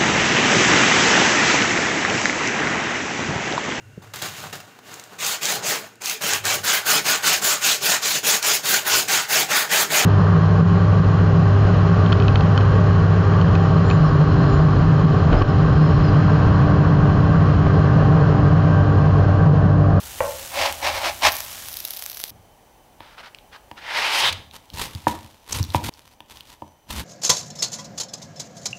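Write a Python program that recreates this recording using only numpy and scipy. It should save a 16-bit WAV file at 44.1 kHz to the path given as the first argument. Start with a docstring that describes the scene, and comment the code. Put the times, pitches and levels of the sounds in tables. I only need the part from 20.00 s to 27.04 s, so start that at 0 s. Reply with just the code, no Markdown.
"""Oil sizzles and spits in a pan in a small kitchen: trains of random bubble clicks shaped by a spectrum.
A plastic spatula knocks on the pan (modes rung by blows) and is pushed under a rolled egg pancake (friction).
The pan gives way at once to a bamboo board: the roll is set down and the blade drawn out, its resonance rising.
A knife then crunches through the roll (clumps of tiny cracks) and knocks on the board; near the end comes
a second stretch of cutting. Echoes follow the work, and a soft rumble, hiss and faint whine run throughout."""
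import sys
import numpy as np
from scipy import signal
from scipy.fft import rfft, irfft, next_fast_len
from scipy.io import wavfile
from scipy.ndimage import uniform_filter1d

SR = 44100
rng = np.random.default_rng(int(sys.argv[2]) if len(sys.argv) > 2 else 0)


def waveform_to_disk(signal):
    """Save audio, clipped to [-1, 1], as 16-bit WAV at the path in sys.argv[1]."""
    frames = np.transpose(np.atleast_2d(signal))
    scaled = np.clip(frames, -1, 1) * 32767
    samples = np.round(scaled).astype(np.int16)
    wavfile.write(sys.argv[1], SR, samples)


N = 310451
TIME = np.arange(N) / SR
SIZE = 2 * next_fast_len(N // 2 + SR // 4)  # transform length [samples], with room for decay
FREQS = np.fft.rfftfreq(SIZE, 1 / SR) + 1e-3  # [Hz], kept above zero for the logarithm

BOARD_START_S, LAST_START_S = 2.306, 5.895  # the board replaces the pan; the last stretch of cutting begins

# Frying as the roll is loosened and lifted out:
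# (time [s], relative level [dB], share of the sizzle from bare oil [0-1])
FRYING = [(0, -41.5, 0.13), (.55, -39, 0), (.8, -42, 0), (1.2, -42.5, 0.27), (1.33, -32.5, 0.96),
          (1.45, -39, 0.42), (1.62, -40.5, 0.1), (1.71, -38, 0.78), (2.29, -41, .98)]
# The knife presses into the roll:
# (start [s], length [s], relative crunch level [dB], shudder level of the board [dB])
SLICES = [(4.543, 0.009, -45, -54), (4.74, 0.041, -43, -35.5), (4.795, 0.055, -32.5, -53),
          (5.082, 0.027, -37.5, -38.5), (5.496, .003, -41.5, -60), (5.53, 0.055, -35, -33.5),
          (5.754, 0.0055, -35, -40), (5.839, .052, -36, -30), (5.922, 0.21, -60.5, -64),
          (6.298, 0.1, -53, -56), (6.471, 0.069, -53.5, -71), (6.908, 0.1, -37, -33.5)]
# Resonances of the board under friction and cracks: (centre [Hz], width [Hz], height [dB])
BOARD_PEAKS = [(320, 36, 1.5), (563, 36, 0), (885, 300, 12), (1306, 47, 2.5)]
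# A tool's edge strikes the bare board:
# (time [s], relative level [dB], contact hardness [Hz], relative level of the edge's tick [dB])
TAPS = [(3.0043, -31.5, 4060, -28), (3.713, -28.5, 4000, -23.5), (5.0686, -3.5, 2180, -22),
        (5.7458, -5, 1230, -6.5), (5.887, -19.5, 1410, -15), (6.2039, -35, 3440, -25),
        (6.6204, -21.5, 980, -33)]


def from_db(db):
    """Amplitude ratio from its logarithmic measure, the decibel."""
    return 10 ** (np.asarray(db) / 20)


def rms_one(x):
    """Normalisation of the mean power to 1."""
    return x / np.sqrt(np.mean(x ** 2) + 1e-20)


def in_time(rows):
    """Linear interpolation in time of each column of a curve."""
    times, *columns = np.transpose(rows)
    return [np.interp(TIME, times, column) for column in columns]


def during(start, end):
    """Rectangular gate between two times, with short ramps that avoid a click."""
    return uniform_filter1d(1. 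* ((TIME >= start) & (TIME < end)), size=64)


def cut(x, hz, kind, order=2):
    """Butterworth filter: a pass band without ripple."""
    sections = signal.butter(order, np.clip(hz, 10, .45 * SR), kind, fs=SR, output="sos")
    return signal.sosfilt(sections, x + 1e-18)


def colour(x, spectrum, peaks=()):
    """Minimum-phase filter, found by folding the cepstrum of a broad spectrum with resonances on top."""
    hz, db = np.transpose(spectrum)
    curve = np.interp(np.log(FREQS), np.log(hz), db)
    for centre, width, height in peaks:
        curve = curve + height / (1 + (2 * (FREQS - centre) / width) ** 2)
    cepstrum = irfft(np.log(from_db(curve)))[:SIZE // 2]
    cepstrum[1:] *= 2
    return irfft(rfft(x, SIZE) * np.exp(rfft(cepstrum, SIZE)))[:N]


def resonance(x, hz, width):
    """Two-pole resonator, whose pole radius sets its bandwidth; gain 1 on top."""
    r = np.exp(-np.pi * width / SR)
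    zeros = np.array([1, 0, -1]) * (1 - r * r) / 2
    poles = [1, -2 * r * np.cos(2 * np.pi * hz / SR), r * r]
    return signal.lfilter(zeros, poles, x)


def drift(rate):
    """Slow fluctuation: noise low-passed at a rate [Hz], with rms 1."""
    return rms_one(cut(rng.standard_normal(N + SR), rate, "low")[SR:])


def grains(per_s, spread_db, clump_db, clump_rate):
    """Shot noise: random clicks of uneven size that swell in clumps; rms 1."""
    unevenness = np.minimum(rng.exponential(1, N), 5)
    sizes = from_db(spread_db * unevenness + clump_db * drift(clump_rate))
    signs = rng.choice([-1, 1], N)
    return rms_one(sizes * signs * (rng.random(N) < per_s / SR))


def add(out, s, sound):
    """Superposition of a short sound from a given time on."""
    part = out[round(s * SR):][:len(sound)]
    part += sound[:len(part)]


def knocks(blows, modes):
    """Modal synthesis: blows ring damped modes of alternating sign; a soft contact low-passes the force."""
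    force, out = np.zeros(N), np.zeros(N)
    for s, db, hardness_hz in blows:
        contact = cut(signal.unit_impulse(SR // 10), hardness_hz, "low", order=3)
        add(force, s, from_db(db) * contact)
    for k, (hz, db, t60) in enumerate(modes):
        r, w = from_db(-60 / (t60 * SR)), 2 * np.pi * hz / SR
        ring = signal.lfilter([0, np.sin(w)], [1, -2 * r * np.cos(w), r * r], force + 1e-18)
        out += (-1) ** k * from_db(db) * ring
    return out


def snaps(rows, width_hz, crack, tail, tail_s):
    """Impulse excitation: a click with a short noisy tail, part raw and part rung at its own pitch."""
    out, t = np.zeros(N), TIME[:SR // 20]
    for (s, db, hz), noise in zip(rows, rng.standard_normal((len(rows), len(t)))):
        burst = signal.unit_impulse(len(t)) + tail * noise * np.exp(-t / tail_s)
        rung = resonance(resonance(burst, hz, width_hz), hz, width_hz)
        snap = cut(rung + crack * burst, 860, "high")
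        add(out, s, from_db(db) * snap / np.abs(snap).max())
    return out


def with_treble(x, treble_db, split_hz):
    """Two-band balance: body at rms 1, and the fine hiss above it at a level of its own."""
    body = rms_one(cut(x, split_hz, "low", order=4))
    hiss = rms_one(cut(x, split_hz, "high", order=4))
    return body + from_db(treble_db) * hiss


def presses(rows, attack_s, release_s):
    """Gain of gestures (start, length, dB) with exponential flanks, in seconds per 20 dB, summed in power."""
    power = np.zeros(N)
    for start, length, db in rows:
        before = np.maximum(start - TIME, 0) / attack_s
        after = np.maximum(TIME - start - length, 0) / release_s
        # a gesture begun before the last stretch ends where that begins
        stop = LAST_START_S if start < LAST_START_S else np.inf
        power += from_db(db - 20 * np.minimum(before + after, 10)) ** 2 * (TIME < stop)
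    return np.sqrt(power)


def kitchen(x, wet_db, t60):
    """Reverberation: direct sound and a dull, exponentially decaying tail that starts with the nearest walls."""
    # Colour of the diffuse sound: (frequency [Hz], gain [dB])
    room_colour = [(60, 1), (250, 0.5), (700, -1), (1200, -3), (2200, -4), (6000, -6), (15000, -10.5)]
    t = TIME[:SR // 2]
    tail = rng.standard_normal(len(t)) * from_db(-60 * t / t60) * (t > .006)
    diffuse = signal.fftconvolve(x, tail / np.linalg.norm(tail))[:N]
    return x + from_db(wet_db) * colour(diffuse, room_colour)


def background():
    """Stationary noise: soft rumble and hiss of the kitchen, with a faint electric whine in narrow bands."""
    # Spectrum of the still kitchen: (frequency [Hz], relative density [dB])
    still_spectrum = [(15, -41.5), (30, -6.5), (60, -7.5), (130, -13.5), (400, -16), (850, -11),
                      (1300, -24.5), (2200, -26), (5000, -32.5), (16000, -33)]
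    # Its loudness: (time [s], level [dB])
    still_level = [(0, -48), (2.3, -54), (4.4, -52.5), (4.5, -56), (5.9, -58.5), (7.04, -58.5)]
    # Electric whine: (frequency [Hz], level [dB])
    whine_tones = [(3050, -73), (6000, -74)]
    air = from_db(in_time(still_level)[0]) * rms_one(colour(rng.standard_normal(N), still_spectrum))
    for hz, db in whine_tones:
        air = air + from_db(db) * rms_one(resonance(rng.standard_normal(N), hz, 25))
    return air


def sizzle():
    """Bursting steam bubbles as shot noise: dense hiss under the roll, sparser bright crackle from bare oil."""
    # Sizzle under the roll: (frequency [Hz], relative density [dB])
    covered_spectrum = [(150, -14), (450, -10.5), (600, -5), (1300, -3), (2200, -3.5), (3100, -1),
                        (4800, -4.5), (6500, -2), (9000, -4.5), (13000, -5), (16000, -8.5)]
    # Sizzle of bare oil: (frequency [Hz], relative density [dB])
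    open_spectrum = [(150, -25), (450, -21), (650, -1), (1200, -15), (2300, -5), (3800, 2.5), (6000, 2.5),
                     (7600, -17), (9800, -1.5), (11500, 5.5), (14500, 5.5), (16000, -4)]
    level_db, bare = in_time(FRYING)
    bare = np.clip(bare, 0, 1)
    dense = grains(per_s=14000, spread_db=4.0, clump_db=0.65, clump_rate=43)
    sparse = grains(per_s=7000, spread_db=6.0, clump_db=4.5, clump_rate=110)
    covered = np.sqrt(1 - bare) * rms_one(colour(dense, covered_spectrum))
    crackle = np.sqrt(bare) * rms_one(colour(sparse, open_spectrum))
    return from_db(level_db + 3.5) * covered + from_db(level_db + 3.0) * crackle


def spitting():
    """Water drops burst in the oil as impulses: a few loud, and random small ones in proportion to bare oil."""
    # The loudest spits: (time [s], peak level [dB], centre [Hz])
    loud_spits = [(.7256, -5.5, 10700), (1.3595, -11, 8700), (1.3674, -5, 5800), (1.4051, -2, 5600),
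                  (1.8844, -12, 10900), (2.0237, -6.5, 8500), (2.0624, -4, 6350), (2.1175, -12.5, 9700),
                  (2.1714, -10.5, 5000), (2.2015, -8, 9900), (2.239, 3, 4140)]
    small_per_s, small_hz = 15, 9000  # rate where all the oil lies bare; centre
    small_db, small_spread_db = -20, 4  # mean and spread of the peak level
    _, bare = in_time(FRYING)
    born = (rng.random(N) < small_per_s * bare / SR) & (TIME < BOARD_START_S)
    sizes_db = small_db + small_spread_db * rng.standard_normal(N)
    small = [(s, db, small_hz) for s, db in zip(TIME[born], sizes_db[born])]
    return snaps(loud_spits + small, width_hz=5800, crack=5.8, tail=0.086, tail_s=0.0011)


def pan_knocks():
    """Modal ringing of the pan under blows of the spatula."""
    # Blows: (time [s], relative level [dB], contact hardness [Hz])
    pan_blows = [(.2045, -7.5, 3500), (.2505, -18.5, 1460)]
    # Modes of the pan: (frequency [Hz], relative level [dB], 60 dB decay time [s])
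    pan_modes = [(77.1, -19, 0.14), (527, -0.5, 0.04), (578, -2, 0.048), (661, -21.5, 0.4),
                 (870, -6, 0.034), (1078, -7.5, 0.038), (1380, -22, 0.12), (1535, -21, 0.056),
                 (1890, -12.5, 0.021), (2330, -13.5, 0.019), (2800, -15, 0.013)]
    return knocks(pan_blows, pan_modes)


def pan_scrape():
    """Friction on the grainy coating; a harder push sounds brighter, and the pan wobbles on the hob."""
    # Strokes that swell and fade evenly: (middle [s], length [s], relative level [dB])
    strokes = [(0.629, 0.17, -19), (0.87, 0.096, -19), (0.964, 0.13, -24), (1.064, 0.1, -19.5),
               (1.262, 0.075, -12.5)]
    # Spectrum of the scrape: (frequency [Hz], relative density [dB])
    scrape_spectrum = [(40, -16), (80, -7.5), (150, -29.5), (280, -14.5), (470, -16.5), (550, -0.5),
                       (900, -1.5), (1500, -8.5), (2200, -3.5), (3200, -8), (5500, -11.5), (7500, -21),
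                       (15000, -31)]
    # Resonances of the scraped pan: (centre [Hz], width [Hz], height [dB])
    pan_peaks = [(557.4, 17, 7), (830, 26, 6), (1020, 60, 3), (1920, 120, -2), (2950, 80, -0.5),
                 (4200, 100, 1)]
    edge_db, squareness = 10, 2.25  # ends under middle; above 2 the top is flatter than a bell
    power = 0
    for middle, length, db in strokes:
        fall = np.minimum(np.abs(2 * (TIME - middle) / length) ** squareness, 10)
        power = power + from_db(db - edge_db * fall) ** 2
    push = np.sqrt(power)
    contacts = grains(per_s=14000, spread_db=2.8, clump_db=1.5, clump_rate=110)
    rub = rms_one(colour(contacts, scrape_spectrum, pan_peaks))
    # once the blade lies flat under the roll it damps the pan's ring near 545 Hz
    damping = np.clip(np.interp(TIME, [1.12, 1.22], [0, .65]), 0, 1)
    rub = rub - damping * resonance(rub, 545, 160)
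    low = cut(rub, 830, "low", order=1)
    brightness = (push / from_db(-19)) ** 0.41
    wobble = rms_one(cut(rng.standard_normal(N), [55, 100], "band"))
    wobble = wobble * np.interp(TIME, [1.3, 1.8], [1, .2])
    return from_db(-1) * push * (low + brightness * (rub - low)) + from_db(-50.5) * wobble


def board_knocks(start, end):
    """Modal ringing of the board on its table under the thumps and taps that fall between two times."""
    # Soft thumps through the roll: (time [s], relative level [dB], contact hardness [Hz])
    thumps = [(2.311, -26, 202), (4.305, -12, 108), (4.948, -4.5, 129.1), (5.241, -20, 168),
              (5.601, 8, 114), (5.749, 7.5, 109)]
    # Modes of the board on its table: (frequency [Hz], relative level [dB], 60 dB decay time [s])
    board_modes = [(84.6, -20, 0.25), (144, -22.5, 0.11), (212, -20, 0.14), (315.5, -12, 0.07),
                   (551, -8, 0.031), (820, 6.5, 0.0063), (958, 3.5, 0.023), (1220, -14.5, 0.024),
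                   (1780, -11.5, 0.024)]
    contacts = thumps + [(s, db, hardness_hz) for s, db, hardness_hz, _ in TAPS]
    return knocks([row for row in contacts if start <= row[0] < end], board_modes)


def shudder():
    """Forced vibration: the board rumbles under the knife and, jostled, rocks at its own low resonance."""
    # The board is jostled on its table: (start [s], length [s], level [dB])
    jostles = [(2.32, 0.067, -51), (4.24, 0.15, -41.5)]
    # Spectrum of the rumble: (frequency [Hz], relative density [dB])
    rumble_spectrum = [(25, -24.5), (60, -1.5), (115, -10), (180, -12), (310, -15.5), (450, -39),
                       (1500, -66)]
    # The board bouncing on its table: (centre [Hz], width [Hz], height [dB])
    table_peak = [(79.7, 5.1, 9.5)]
    attack_s, release_s = 0.026, 0.15  # time per 20 dB
    loads = [(start, length, db) for start, length, _, db in SLICES]
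    rumble = colour(rng.standard_normal(N), rumble_spectrum, table_peak)
    rumble = rms_one(cut(rumble, 51, "high", order=3))
    rocking = rms_one(resonance(rng.standard_normal(N), hz=84, width=19))
    return presses(loads, attack_s, release_s) * rumble + presses(jostles, attack_s, release_s) * rocking


def board_slide():
    """Friction of plastic on bamboo; the blade's resonance rises as it comes out from under the roll."""
    # Short rubs as the roll is settled: (start [s], length [s], relative level [dB])
    slides = [(3.01, .14, -50), (3.183, 0.025, -39.5), (3.235, 0.045, -42.5), (3.53, 0.035, -43),
              (3.778, 0.011, -39.5)]
    # Spectrum of the rub: (frequency [Hz], relative density [dB])
    slide_spectrum = [(60, -20), (170, -25), (350, -12.5), (600, -5), (900, -7), (1150, -2), (2000, 0),
                      (3200, -0.5), (5000, -8.5), (7000, -23.5), (12000, -28.5), (16000, -39)]
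    # The spatula is drawn out:
    # (time [s], relative level [dB], resonance of the blade [Hz], treble against body [dB])
    pull_curve = [(3.76, -68.5, 1400, -18), (3.82, -40.5, 1900, -20), (3.98, -21, 2084, -14),
                  (4.079, -22.5, 2457, -13.5), (4.2, -20, 2770, -3.5), (4.29, -20, 3325, -30),
                  (4.349, -52.5, 3400, -30), (4.52, -80, 3400, -25)]
    level_db, centre_hz, treble_db = in_time(pull_curve)
    pull = from_db(level_db) * during(pull_curve[0][0], pull_curve[-1][0])
    grip = from_db(0.8 * drift(25))  # the blade grips and slips
    push = (presses(slides, attack_s=0.019, release_s=0.015) + pull) * grip
    contacts = grains(per_s=14000, spread_db=2.0, clump_db=0.5, clump_rate=35)
    rub = rms_one(colour(contacts, slide_spectrum, BOARD_PEAKS))
    # low-passed noise on a gliding carrier makes a moving resonance
    carrier = np.cos(2 * np.pi * np.cumsum(centre_hz) / SR)
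    blade = rms_one(cut(rng.standard_normal(N), 460, "low") * carrier)
    return from_db(-3.0) * push * (with_treble(rub, treble_db, split_hz=6460) + from_db(-2.5) * blade)


def rasps_and_squeaks():
    """Resonance of noise in short swells: scrapes of the spatula, a squish of the roll, a squeak of the crust."""
    # Rasps and squeaks:
    # (middle [s], rms level at the height of the swell [dB], centre [Hz], width [Hz], length [s])
    swells = [(3.348, -31.5, 2920, 694, 0.0029), (4.27, -21, 3525, 800, 0.11),
              (4.329, -26.5, 2714, 3000, 0.013), (4.804, -43, 1880, 2500, 0.034),
              (5.528, -21, 6540, 1200, 0.016)]
    out = np.zeros(N)
    for (s, db, hz, width, length), noise in zip(swells, rng.standard_normal((len(swells), SR // 2))):
        swell = np.hanning(round(length * SR))
        band = rms_one(resonance(noise, hz, width))[:len(swell)]
        add(out, s - length / 2, from_db(db) * swell * band)
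    return out


def tool_clicks():
    """Impulse excitation: clicks of the tools and the crust, and an edge's tick just after each tap."""
    # The clearest clicks: (time [s], relative peak level [dB], centre [Hz])
    clear_clicks = [(3.3866, -26.5, 2300), (4.5117, -25, 3050), (4.7016, -23, 3240), (4.7402, -23, 4300),
                    (4.9502, -16, 4100), (5.5721, -11.5, 9800), (5.6287, -11, 5500), (5.6398, -17.5, 4300),
                    (5.7036, -18, 4000), (5.9384, -26.5, 4280), (6.3718, -21, 3580), (6.4075, -19.5, 3060)]
    tick_hz, tick_lag_s = 2560, 0.00098
    ticks = [(s + tick_lag_s, tick_db, tick_hz) for s, _, _, tick_db in TAPS]
    return from_db(-4.0) * snaps(clear_clicks + ticks, width_hz=2600, crack=0.18, tail=1.0, tail_s=0.00074)


def slicing():
    """Brittle fracture: clumps of tiny cracks under the knife, settling afterwards, coloured by the board."""
    # Spectrum of the cracks: (frequency [Hz], relative density [dB])
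    slice_spectrum = [(120, 2), (320, -3.5), (400, -0.5), (550, -1), (750, -8.5), (1000, -1), (1300, -2),
                      (3500, 2), (6000, -4), (9000, -7), (14000, -8), (16000, -18)]
    attack_s, release_s = 0.024, 0.024  # time per 20 dB
    settle_db, settle_s = -13, 0.49  # the crust crackles on: level under the crunch, time per 20 dB
    crunches = [(start, length, db) for start, length, db, _ in SLICES]
    settling = from_db(settle_db) * presses(crunches, attack_s, settle_s)
    push = presses(crunches, attack_s, release_s) + settling
    dense = grains(per_s=11000, spread_db=2.5, clump_db=4.5, clump_rate=89)
    sparse = grains(per_s=700, spread_db=3.8, clump_db=3.0, clump_rate=40)
    # a light touch gives single moist crackles, a firm push merges them into a crunch
    firm = push / (push + from_db(-51))
    cracks = np.sqrt(firm) * dense + np.sqrt(1 - firm) * sparse
    return from_db(3.0) * push * rms_one(colour(cracks, slice_spectrum, BOARD_PEAKS))


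def board_work():
    """Superposition of all board sounds in two stretches; all ringing and echoes stop abruptly where a stretch
    ends."""
    handling = board_slide() + slicing() + rasps_and_squeaks() + tool_clicks() + shudder()
    out, edges = 0, [BOARD_START_S, LAST_START_S, N / SR]
    for start, end in zip(edges, edges[1:]):
        gate = during(start, end)
        out = out + gate * kitchen(handling * gate + board_knocks(start, end), wet_db=-7.5, t60=0.41)
    return out


def scene():
    """Superposition of the pan, then the board, over the kitchen's background."""
    board, air = board_work(), background()
    # the pan's wide bottom sends more sound into the room than the oil does
    knock = kitchen(pan_knocks(), wet_db=0.0, t60=0.44)
    frying = kitchen(sizzle() + pan_scrape() + spitting(), wet_db=-9.5, t60=0.52)
    return ((frying + knock) * during(0, BOARD_START_S) + board + air)[None]


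def record(dry):
    """Soft saturation rounds the highest peaks, and an elliptic low-pass cuts the top steeply."""
    cutoff_hz = 15700
    rounded = dry / (1 + (dry / .9) ** 6) ** (1 / 6)
    return signal.sosfilt(signal.ellip(12, .1, 100, cutoff_hz, fs=SR, output="sos"), rounded)


dry = scene()
out = record(dry)
waveform_to_disk(out)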